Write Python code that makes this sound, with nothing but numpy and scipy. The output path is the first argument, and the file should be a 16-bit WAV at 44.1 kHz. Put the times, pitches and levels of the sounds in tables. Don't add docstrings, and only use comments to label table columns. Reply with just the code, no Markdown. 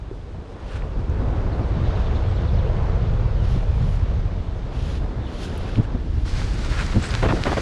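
import sys
import numpy as np
from scipy import signal
from scipy.fft import rfft, irfft, next_fast_len
from scipy.io import wavfile
from scipy.ndimage import uniform_filter1d, map_coordinates

SR = 44100
rng = np.random.default_rng(int(sys.argv[2]) if len(sys.argv) > 2 else 0)


def file_out(sig):
    cols = np.atleast_2d(sig).T
    lim = np.clip(cols, -1, 1)
    pcm = np.round(lim * 32767).astype(np.int16)
    wavfile.write(sys.argv[1], SR, pcm)


N = 335601

# (time [s], level [dB])
BUFFET_LEVELS = [(0.0, -33), (0.55, -35.5), (0.85, -26), (1.15, -22.5), (1.6, -23.5), (1.85, -20.5),
                 (4.1, -20.5), (4.45, -27.5), (4.69, -28), (4.82, -25.5), (4.93, -25), (5.01, -23),
                 (5.09, -22), (5.15, -32), (5.19, -22.5), (5.25, -29.5), (5.42, -30.5), (5.75, -24.5),
                 (6.0, -27), (6.15, -22), (6.93, -23), (7.06, -29), (7.22, -22.5), (7.61, -28)]
# (time [s], rush [dB], wake of the body [dB])
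AIR_LEVELS = [(0.0, -47.5, -49), (0.35, -46.5, -45.5), (0.72, -40, -43.5), (1.0, -40, -39),
              (1.22, -35, -34.5), (1.55, -36, -35.5), (1.95, -33.5, -36.5), (2.35, -36.5, -40),
              (2.85, -34.5, -44), (3.5, -37.5, -45.5), (4.08, -39, -45), (4.4, -42, -41.5),
              (5.05, -39.5, -37), (5.5, -39, -35), (5.8, -37, -39), (6.1, -44, -37)]
# (time [s], level [dB])
HISS_LEVELS = [(0.0, -58.5), (0.35, -59.5), (1.25, -53), (1.65, -52), (1.9, -47), (2.4, -49.5),
               (3.4, -50.5), (4.05, -50.5), (4.4, -53.5), (6.1, -52.5)]
# (centre [s], gain [dB], half length [s])
ROUGH_AIR = [(1.3, 3.5, 0.2), (1.794, 10, 0.05), (2.596, 6, 0.16), (3.15, 6.5, 0.19), (3.695, 7.5, 0.18),
             (4.287, 6, 0.24), (4.84, 7.5, 0.04), (7.292, 10, 0.17)]
# (peak [s], swish [dB], rise [s], fall [s], dull rub against swish [dB])
LIMB_MOVES = [(.75, -62.5, 0.11, 0.047, 11), (3.465, -53, 0.025, 0.095, 5), (3.93, -56, 0.18, 0.069, -9),
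              (4.76, -62.5, 0.038, 0.03, 10.5), (4.91, -50, 0.079, 0.056, 5), (5.28, -61.5, .03, 0.07, 5),
              (5.41, -53, 0.052, 0.095, 3.5), (5.44, -46, 0.015, 0.014, -6), (5.7, -55.5, 0.16, 0.09, 8.5),
              (6.25, -58.5, 0.13, .3, 1)]
# (time [s], level [dB], centre [Hz], width [Hz], t60 [s])
FITTING_TICKS = [(.821, -33.5, 2170, 1000, 0.011), (1.098, -52, 6360, 1400, .02),
                 (5.577, -45.5, 10200, 4000, .04), (5.757, -31.5, 2940, 1500, 0.018),
                 (6.648, -33.5, 4500, 5000, .015), (6.799, -24, 1650, 900, .012),
                 (6.864, -33, 5000, 4000, .025), (7.04, -28, 2500, 3000, 0.029),
                 (7.107, -30.5, 4140, 2500, .027), (7.14, -22, 2780, 3200, 0.011),
                 (7.1512, -15.5, 2670, 4200, 0.0063), (7.4373, -17, 3150, 3000, 0.009)]
# (time [s], level [dB], starting pitch [Hz], t60 [s])
HARNESS_BUMPS = [(.348, -35.5, 850, 0.027), (5.607, -32, 845, .03), (7.2267, -17.5, 895, 0.016),
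                 (7.3245, -11, 1040, 0.011), (7.469, -14, 624, 0.031), (7.529, -17, 840, 0.048),
                 (7.573, -16, 670, 0.04), (7.582, -14.5, 620, 0.041)]
# (centre [s], level [dB], half length [s])
STRAP_PULLS = [(0.723, -45, 0.02), (0.767, -41.5, 0.013), (5.448, -47, 0.018), (5.695, -44, .009),
               (5.844, -45, 0.0098), (6.355, -47, 0.02), (6.735, -40.5, .025), (6.803, -29.5, 0.018),
               (7.048, -34.5, .008)]
# (centre [s], level [dB], half length [s], pitch [Hz], puff against shake [dB])
BIG_EDDIES = [(1.23, -29.5, 0.011, 225.4, -1.5), (3.567, -23.5, 0.0022, 260, 0),
              (4.322, -17, 0.0061, 85, -11), (5.795, -11, 0.015, 99.55, -9.5),
              (5.955, -13.5, 0.0066, 85.5, -6), (6.971, -13.5, 0.014, 107.5, 0)]
# (time [s], level before the paths [dB], length [s], start [Hz], end [Hz])
BIRD_NOTES = [(1.519, -46, 0.023, 5100, 3480), (1.624, -51, 0.027, 4800, 3500),
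              (1.742, -50, .024, 4400, 3170), (1.846, -44.5, .032, 4300, 3500),
              (1.948, -45, 0.025, 4600, 3300), (2.054, -42, .018, 4300, 2970),
              (2.152, -39.5, .019, 4500, 3300), (2.257, -45, .022, 4500, 3000),
              (2.277, -63, 0.1, 7950, 7300), (2.362, -44, .025, 4600, 3050), (2.475, -41, .02, 4550, 3310),
              (2.533, -48, 0.015, 5500, 4350), (2.579, -42, .028, 4400, 2820),
              (2.655, -47, 0.04, 2350, 3380), (3.384, -43, 0.027, 3140, 2900),
              (5.231, -44.5, 0.044, 3670, 3470), (5.254, -46, 0.033, 3410, 2690)]
# (peak [s], extra effort [dB], rise [s], fall [s], extra fizz [dB])
BODY_HEAVES = [(6.275, 1, 0.011, 0.024, 1.5), (6.37, 6.5, 0.026, .06, 1.5), (6.77, 7, 0.11, .12, -0.5),
               (7.05, 5, 0.023, 0.05, 1), (7.15, 6, 0.028, 0.046, 0.5), (7.48, 4, 0.05, 0.28, 0)]
# (time [s], level [dB], pitch [Hz])
LINE_SLIPS = [(7.025, -27, 7700), (7.041, -29, 8000), (7.055, -32, 7900), (7.066, -32, 8100),
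              (7.087, -34, 8200)]
# (time [s], level [dB], length [s], grit gain [dB])
LANDING_SCUFFS = [(7.225, -22.5, 0.036, -2.5), (7.255, -22.5, 0.028, -9.5), (7.285, -26, 0.033, 2.5),
                  (7.321, -24, 0.039, -22), (7.359, -29, 0.061, -9), (7.453, -25.5, 0.017, 1),
                  (7.466, -25, 0.022, -2), (7.488, -28, 0.033, -4.5), (7.513, -29, 0.034, -0.5),
                  (7.568, -23.5, 0.019, -3)]

# (frequency [Hz], relative level [dB])
BUFFET_SPECTRUM = [(10, -28), (22, -7), (33, 1.5), (47, 1), (70, -1), (95, -7.5), (130, -19), (220, -34.5),
                   (600, -90), (3000, -125)]
EDDY_SPECTRUM = [(50, -35.5), (85, 1.5), (110, 2), (150, -5.5), (185, -11), (260, -22.5), (600, -61),
                 (2000, -88.5), (8000, -125)]
WAKE_SPECTRUM = [(110, -17), (160, 2), (200, -0.5), (245, -1.5), (340, -3), (450, -14), (800, -37.5),
                 (2500, -61.5), (10000, -105)]
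RUSH_SPECTRUM = [(180, -42.5), (320, -3), (450, 2), (700, -4), (1000, -7.5), (1500, -13), (2200, -21.5),
                 (4000, -38), (9000, -69), (13000, -100)]
HISS_SPECTRUM = [(600, -20), (1500, 3), (2200, 3), (3600, 2.5), (5000, -4.5), (6600, -11.5), (8000, -25.5),
                 (10000, -35), (12000, -58), (15000, -79.5)]
PUFF_SPECTRUM = [(60, -0.5), (170, 6.5), (300, -0.5), (500, -12), (1500, -38), (6000, -68)]
# (frequency [Hz], relative level [dB])
FLUTTER_SPECTRUM = [(2000, -6), (5000, 3), (8000, -1.5), (10000, -8.5), (12000, -27), (15000, -44)]
SWISH_SPECTRUM = [(500, -16.5), (1400, -6), (2200, -3), (3100, 7.5), (4300, 8), (5500, 3.5), (7000, 1.5),
                  (8200, -6), (9900, -2.5), (11500, -11), (14500, -25.5)]
CLOTH_SPECTRUM = [(600, -7.5), (1500, 3), (2200, -0.5), (2750, 4.5), (3500, 2), (5000, -5), (6600, -12.5),
                  (8000, -26), (10000, -30), (12000, -61)]
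WEBBING_SPECTRUM = [(500, -22), (1150, 7), (1620, 11.5), (1950, 1.5), (2750, 3), (3500, -2.5), (4300, -4),
                    (5500, -10), (9000, -14), (14000, -54)]
HARNESS_SPECTRUM = [(150, -29), (400, 2), (800, 0), (1400, 1.5), (2200, -2.5), (3500, -13.5), (6000, -32),
                    (12000, -57)]
FIZZ_SPECTRUM = [(1000, -8.5), (2600, -4.5), (4500, -2.5), (6200, -8), (8200, -14), (10000, -20),
                 (12000, -29.5), (15000, -39)]
SCRAPE_SPECTRUM = [(50, -20), (120, 6), (230, 14), (380, 13.5), (700, 6.5), (1100, -15), (1800, -33),
                   (4000, -51)]
GRIT_SPECTRUM = [(300, -22), (900, -0.5), (1400, -1.5), (2300, -9.5), (3500, -13.5), (5500, -30),
                 (9000, -42), (14000, -53.5)]
# (frequency [Hz], gain [dB])
MIC_RESPONSE = [(1000, 0.5), (10000, -0.5), (12000, -3), (14500, -6)]
BAND_LIMIT_HZ = 14950


def amp(db):
    return 10 ** (np.asarray(db) / 20)


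def unit(x):
    return x / np.sqrt(np.mean(x ** 2) + 1e-20)


def curves(rows):
    times, *columns = np.transpose(rows)
    return [np.interp(np.arange(N) / SR, times, column) for column in columns]


def swell(s, rise, fall):
    t = np.arange(N) / SR - s
    return np.exp(-(t / np.where(t < 0, rise, fall)) ** 2 / 2)


def wobble(rate):
    return map_coordinates(rng.standard_normal(int(N * rate / SR) + 4), [np.arange(N) * rate / SR])


def filtered(x, response):
    size = next_fast_len(len(x) + 8192)
    return irfft(rfft(x, size) * response(np.fft.rfftfreq(size, 1 / SR)), size)[:len(x)]


def coloured(x, spectrum):
    f, db = np.transpose(spectrum)
    return unit(filtered(x, lambda hz: amp(np.interp(np.log(hz + 1), np.log(f), db))))


def add(track, s, sound):
    part = track[round(s * SR):][:len(sound)]
    part += sound[:len(part)]


def steady_swings(spectrum, slack):
    swing = coloured(rng.standard_normal(N), spectrum)
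    power = np.abs(uniform_filter1d(swing ** 2, size=3000))
    return unit(swing / np.sqrt(power + slack))


def turbulence(spectrum, patchy_db):
    cells = signal.stft(rng.standard_normal(N), nperseg=512)[2]
    patches = uniform_filter1d(rng.standard_normal(cells.shape), size=8, axis=0)
    patches = unit(uniform_filter1d(patches, size=12, axis=1))
    noise = signal.istft(cells * amp(patchy_db * patches), nperseg=512)[1][:N]
    return coloured(noise, spectrum)


def friction(spectrum, rate, smooth):
    slips = (rng.random(N) < rate / SR) * rng.standard_normal(N)
    return coloured(unit(slips) + smooth * rng.standard_normal(N), spectrum)


def lulls(buffet_db):
    depth_db = 2.5 + 0.54 * (buffet_db.max() - buffet_db)
    hold = amp(-depth_db * np.tanh(np.maximum(wobble(rate=28), 0) ** 2))
    return hold / np.sqrt(uniform_filter1d(hold ** 2, size=SR // 4))


def wind():
    buffet_db, = curves(BUFFET_LEVELS)
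    rush_db, wake_db = curves(AIR_LEVELS)
    hiss_db, = curves(HISS_LEVELS)
    gust_db = sum(db * swell(s, half, half) for s, db, half in ROUGH_AIR)
    eddy_db = buffet_db.mean() - 9.5 + 0.94 * (buffet_db - buffet_db.mean()) + gust_db
    swing = steady_swings(BUFFET_SPECTRUM, slack=0.1)
    flicker = wobble(rate=28)
    hold = lulls(buffet_db)
    eddies = amp(eddy_db) * unit(amp(2.36 * flicker) * steady_swings(EDDY_SPECTRUM, slack=0.73))
    wake = amp(wake_db) * unit(amp(0.98 * flicker) * turbulence(WAKE_SPECTRUM, patchy_db=0.3))
    rush = unit(amp(0.5 * flicker + 0.6 * swing) * turbulence(RUSH_SPECTRUM, patchy_db=0.84))
    hiss = unit(amp(0.5 * flicker + 0.55 * swing) * turbulence(HISS_SPECTRUM, patchy_db=1.0))
    return hold * (amp(buffet_db) * swing + eddies) + wake + amp(rush_db) * rush + amp(hiss_db) * hiss


def clothes():
    nylon = friction(SWISH_SPECTRUM, rate=1500, smooth=1.4)
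    dull = friction(CLOTH_SPECTRUM, rate=1500, smooth=0.99)
    rush_db, _ = curves(AIR_LEVELS)
    flutter_db = -66 + 0.18 * (rush_db - rush_db.mean())
    out = amp(flutter_db) * coloured(rng.standard_normal(N), FLUTTER_SPECTRUM)
    for s, db, rise, fall, dull_db in LIMB_MOVES:
        out += amp(db) * swell(s, rise, fall) * (nylon + amp(dull_db) * dull)
    return amp(wobble(rate=35)) * out


def fittings():
    knock_hz, knock_t60 = 385, 0.043
    t, out = np.arange(SR // 8) / SR, np.zeros(N)
    add(out, 0.113, amp(-23.5 - 60 * t / knock_t60) * np.sin(2 * np.pi * knock_hz * t))
    for s, db, hz, width, t60 in FITTING_TICKS:
        decay = amp(-60 * t / t60)
        burst = decay * rng.standard_normal(len(t))
        flat_spectrum = np.exp(1j * np.angle(rfft(burst)))
        contact = np.sqrt(decay) * irfft(flat_spectrum, len(t))
        edges = np.clip([hz - width / 2, hz + width / 2], 80, BAND_LIMIT_HZ)
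        tick = signal.sosfilt(signal.butter(3, edges, "bandpass", fs=SR, output="sos"), contact)
        add(out, s, amp(db) * np.sqrt(np.mean(decay ** 2)) * unit(tick))
    return out


def harness_bumps():
    sag_share, sag_s, crack_db, crack_t60 = 0.64, 0.0079, -16.5, 0.0086
    t, out = np.arange(SR // 16) / SR, np.zeros(N)
    sag = 1 - sag_share * (1 - np.exp(-t / sag_s))
    for s, db, hz, t60 in HARNESS_BUMPS:
        phase = 2 * np.pi * np.cumsum(hz * sag) / SR
        thud = amp(-60 * t / t60) * np.sin(phase)
        crack = amp(crack_db - 60 * t / crack_t60) * coloured(rng.standard_normal(len(t)), GRIT_SPECTRUM)
        add(out, s, amp(db) * (thud + crack))
    return out


def straps():
    rasp_hz, rasp_db = 66, 2.6
    speed = sum(amp(db) * swell(s, half, half) for s, db, half in STRAP_PULLS)
    catch_hz = rasp_hz * np.exp(0.25 * wobble(rate=40))
    catches = np.sin(2 * np.pi * np.cumsum(catch_hz) / SR)
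    return speed * unit(amp(rasp_db * catches) * friction(WEBBING_SPECTRUM, rate=1600, smooth=0.56))


def eddy_thumps():
    out = np.zeros(N)
    puff = coloured(rng.standard_normal(N), PUFF_SPECTRUM)
    waver = np.exp(0.14 * wobble(rate=70))
    for s, db, half, hz, puff_db in BIG_EDDIES:
        phase = 2 * np.pi * np.cumsum(hz * waver) / SR
        shake = np.sin(phase) + 0.2 * np.sin(2 * phase)
        out += amp(db) * swell(s, half, half) * (shake + amp(puff_db) * puff)
    return out


def bird():
    blur_hz, direct_gain = 70, 0.56
    ground_delay_s, ground_db, foliage_db, foliage_t60 = 0.015, -13, -8.5, 0.1
    t, out = np.arange(SR // 4) / SR, np.zeros(N)
    for s, db, length, start_hz, end_hz in BIRD_NOTES:
        progress = np.linspace(0, 1, round(length * SR))
        phase = 2 * np.pi * np.cumsum(start_hz * (end_hz / start_hz) ** progress) / SR
        drift = filtered(rng.standard_normal(len(t)), lambda hz: np.exp(-(hz / 400) ** 2))[:len(phase)]
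        phase += np.cumsum(drift) * np.sqrt(2 * np.pi * blur_hz / SR)
        note = amp(db) * np.sqrt(np.abs(np.sin(np.pi * progress))) * np.sin(phase)
        paths = rng.standard_normal(len(t)) * amp(-60 * t / foliage_t60)
        add(out, s, direct_gain * note)
        add(out, s + ground_delay_s, amp(ground_db) * note)
        add(out, s, amp(foliage_db) * signal.fftconvolve(note, paths / np.linalg.norm(paths)))
    return out


def harness_slide():
    start_s, attack_s, effort_db_per_s = 6.24, 0.023, 4.5
    t = np.arange(N) / SR - start_s
    heave_db = sum(db * swell(s, rise, fall) for s, db, rise, fall, _ in BODY_HEAVES)
    bright_db = sum(db * swell(s, rise, fall) for s, _, rise, fall, db in BODY_HEAVES)
    effort_db = effort_db_per_s * t + heave_db
    jerk_db = wobble(rate=60)
    rub = amp(-45 + effort_db + jerk_db) * friction(HARNESS_SPECTRUM, rate=990, smooth=1.0)
    fizz_db = -45.5 + 0.55 * effort_db + bright_db + jerk_db
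    fizz = amp(fizz_db) * friction(FIZZ_SPECTRUM, rate=870, smooth=2.9)
    return np.clip(t / attack_s, 0, 1) * (rub + fizz)


def line_squeaks():
    half_width_hz, attack_s, t60 = 750, 0.0027, 0.026
    t, out = np.arange(SR // 16) / SR, np.zeros(N)
    for s, db, hz in LINE_SLIPS:
        band = filtered(rng.standard_normal(len(t)), lambda f: np.exp(-((f - hz) / half_width_hz) ** 2))
        envelope = amp(db - 60 * t / t60) * (1 - np.exp(-t / attack_s))
        add(out, s, envelope * unit(band))
    return out


def landing_scuffs():
    attack_s = 0.0025
    t, out = np.arange(N) / SR, np.zeros(N)
    scrape = friction(SCRAPE_SPECTRUM, rate=3000, smooth=0.7)
    grit = amp(-3) * friction(GRIT_SPECTRUM, rate=1500, smooth=0.9) + amp(-4.5) * gravel()
    for s, db, length, grit_db in LANDING_SCUFFS:
        age = np.maximum(t - s, 0)
        stroke = np.minimum(age / attack_s, 1) * np.exp(-(age / length) ** 4)
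        out += amp(db) * stroke * (scrape + amp(grit_db) * grit)
    return out


def gravel():
    stones_per_s, centre_hz, log_spread, ring_cycles = 2600, 1150, 0.38, 6
    t = np.arange(SR // 100) / SR
    starts = np.flatnonzero(rng.random(N) < stones_per_s / SR)
    pitch, size = rng.standard_normal((N, 2))[starts].T
    stone_hz = centre_hz * np.exp(log_spread * np.clip(pitch, -2, 2))
    cycles = stone_hz[:, None] * t
    grains = np.tanh(size)[:, None] * amp(-60 * cycles / ring_cycles) * np.sin(2 * np.pi * cycles)
    positions = starts[:, None] + np.arange(len(t))
    return unit(np.bincount(positions.ravel(), grains.ravel(), N)[:N])


def scene():
    air = wind() + eddy_thumps()
    fabric = clothes() + harness_slide() + straps()
    gear = landing_scuffs() + harness_bumps() + fittings() + line_squeaks()
    return (air + fabric + gear + bird())[None]


def record(dry):
    f, db = np.transpose(MIC_RESPONSE)
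    return np.array([filtered(channel, lambda hz: amp(np.interp(hz, f, db)) * (hz < BAND_LIMIT_HZ))
                     for channel in dry])


dry = scene()
out = record(dry)
file_out(out)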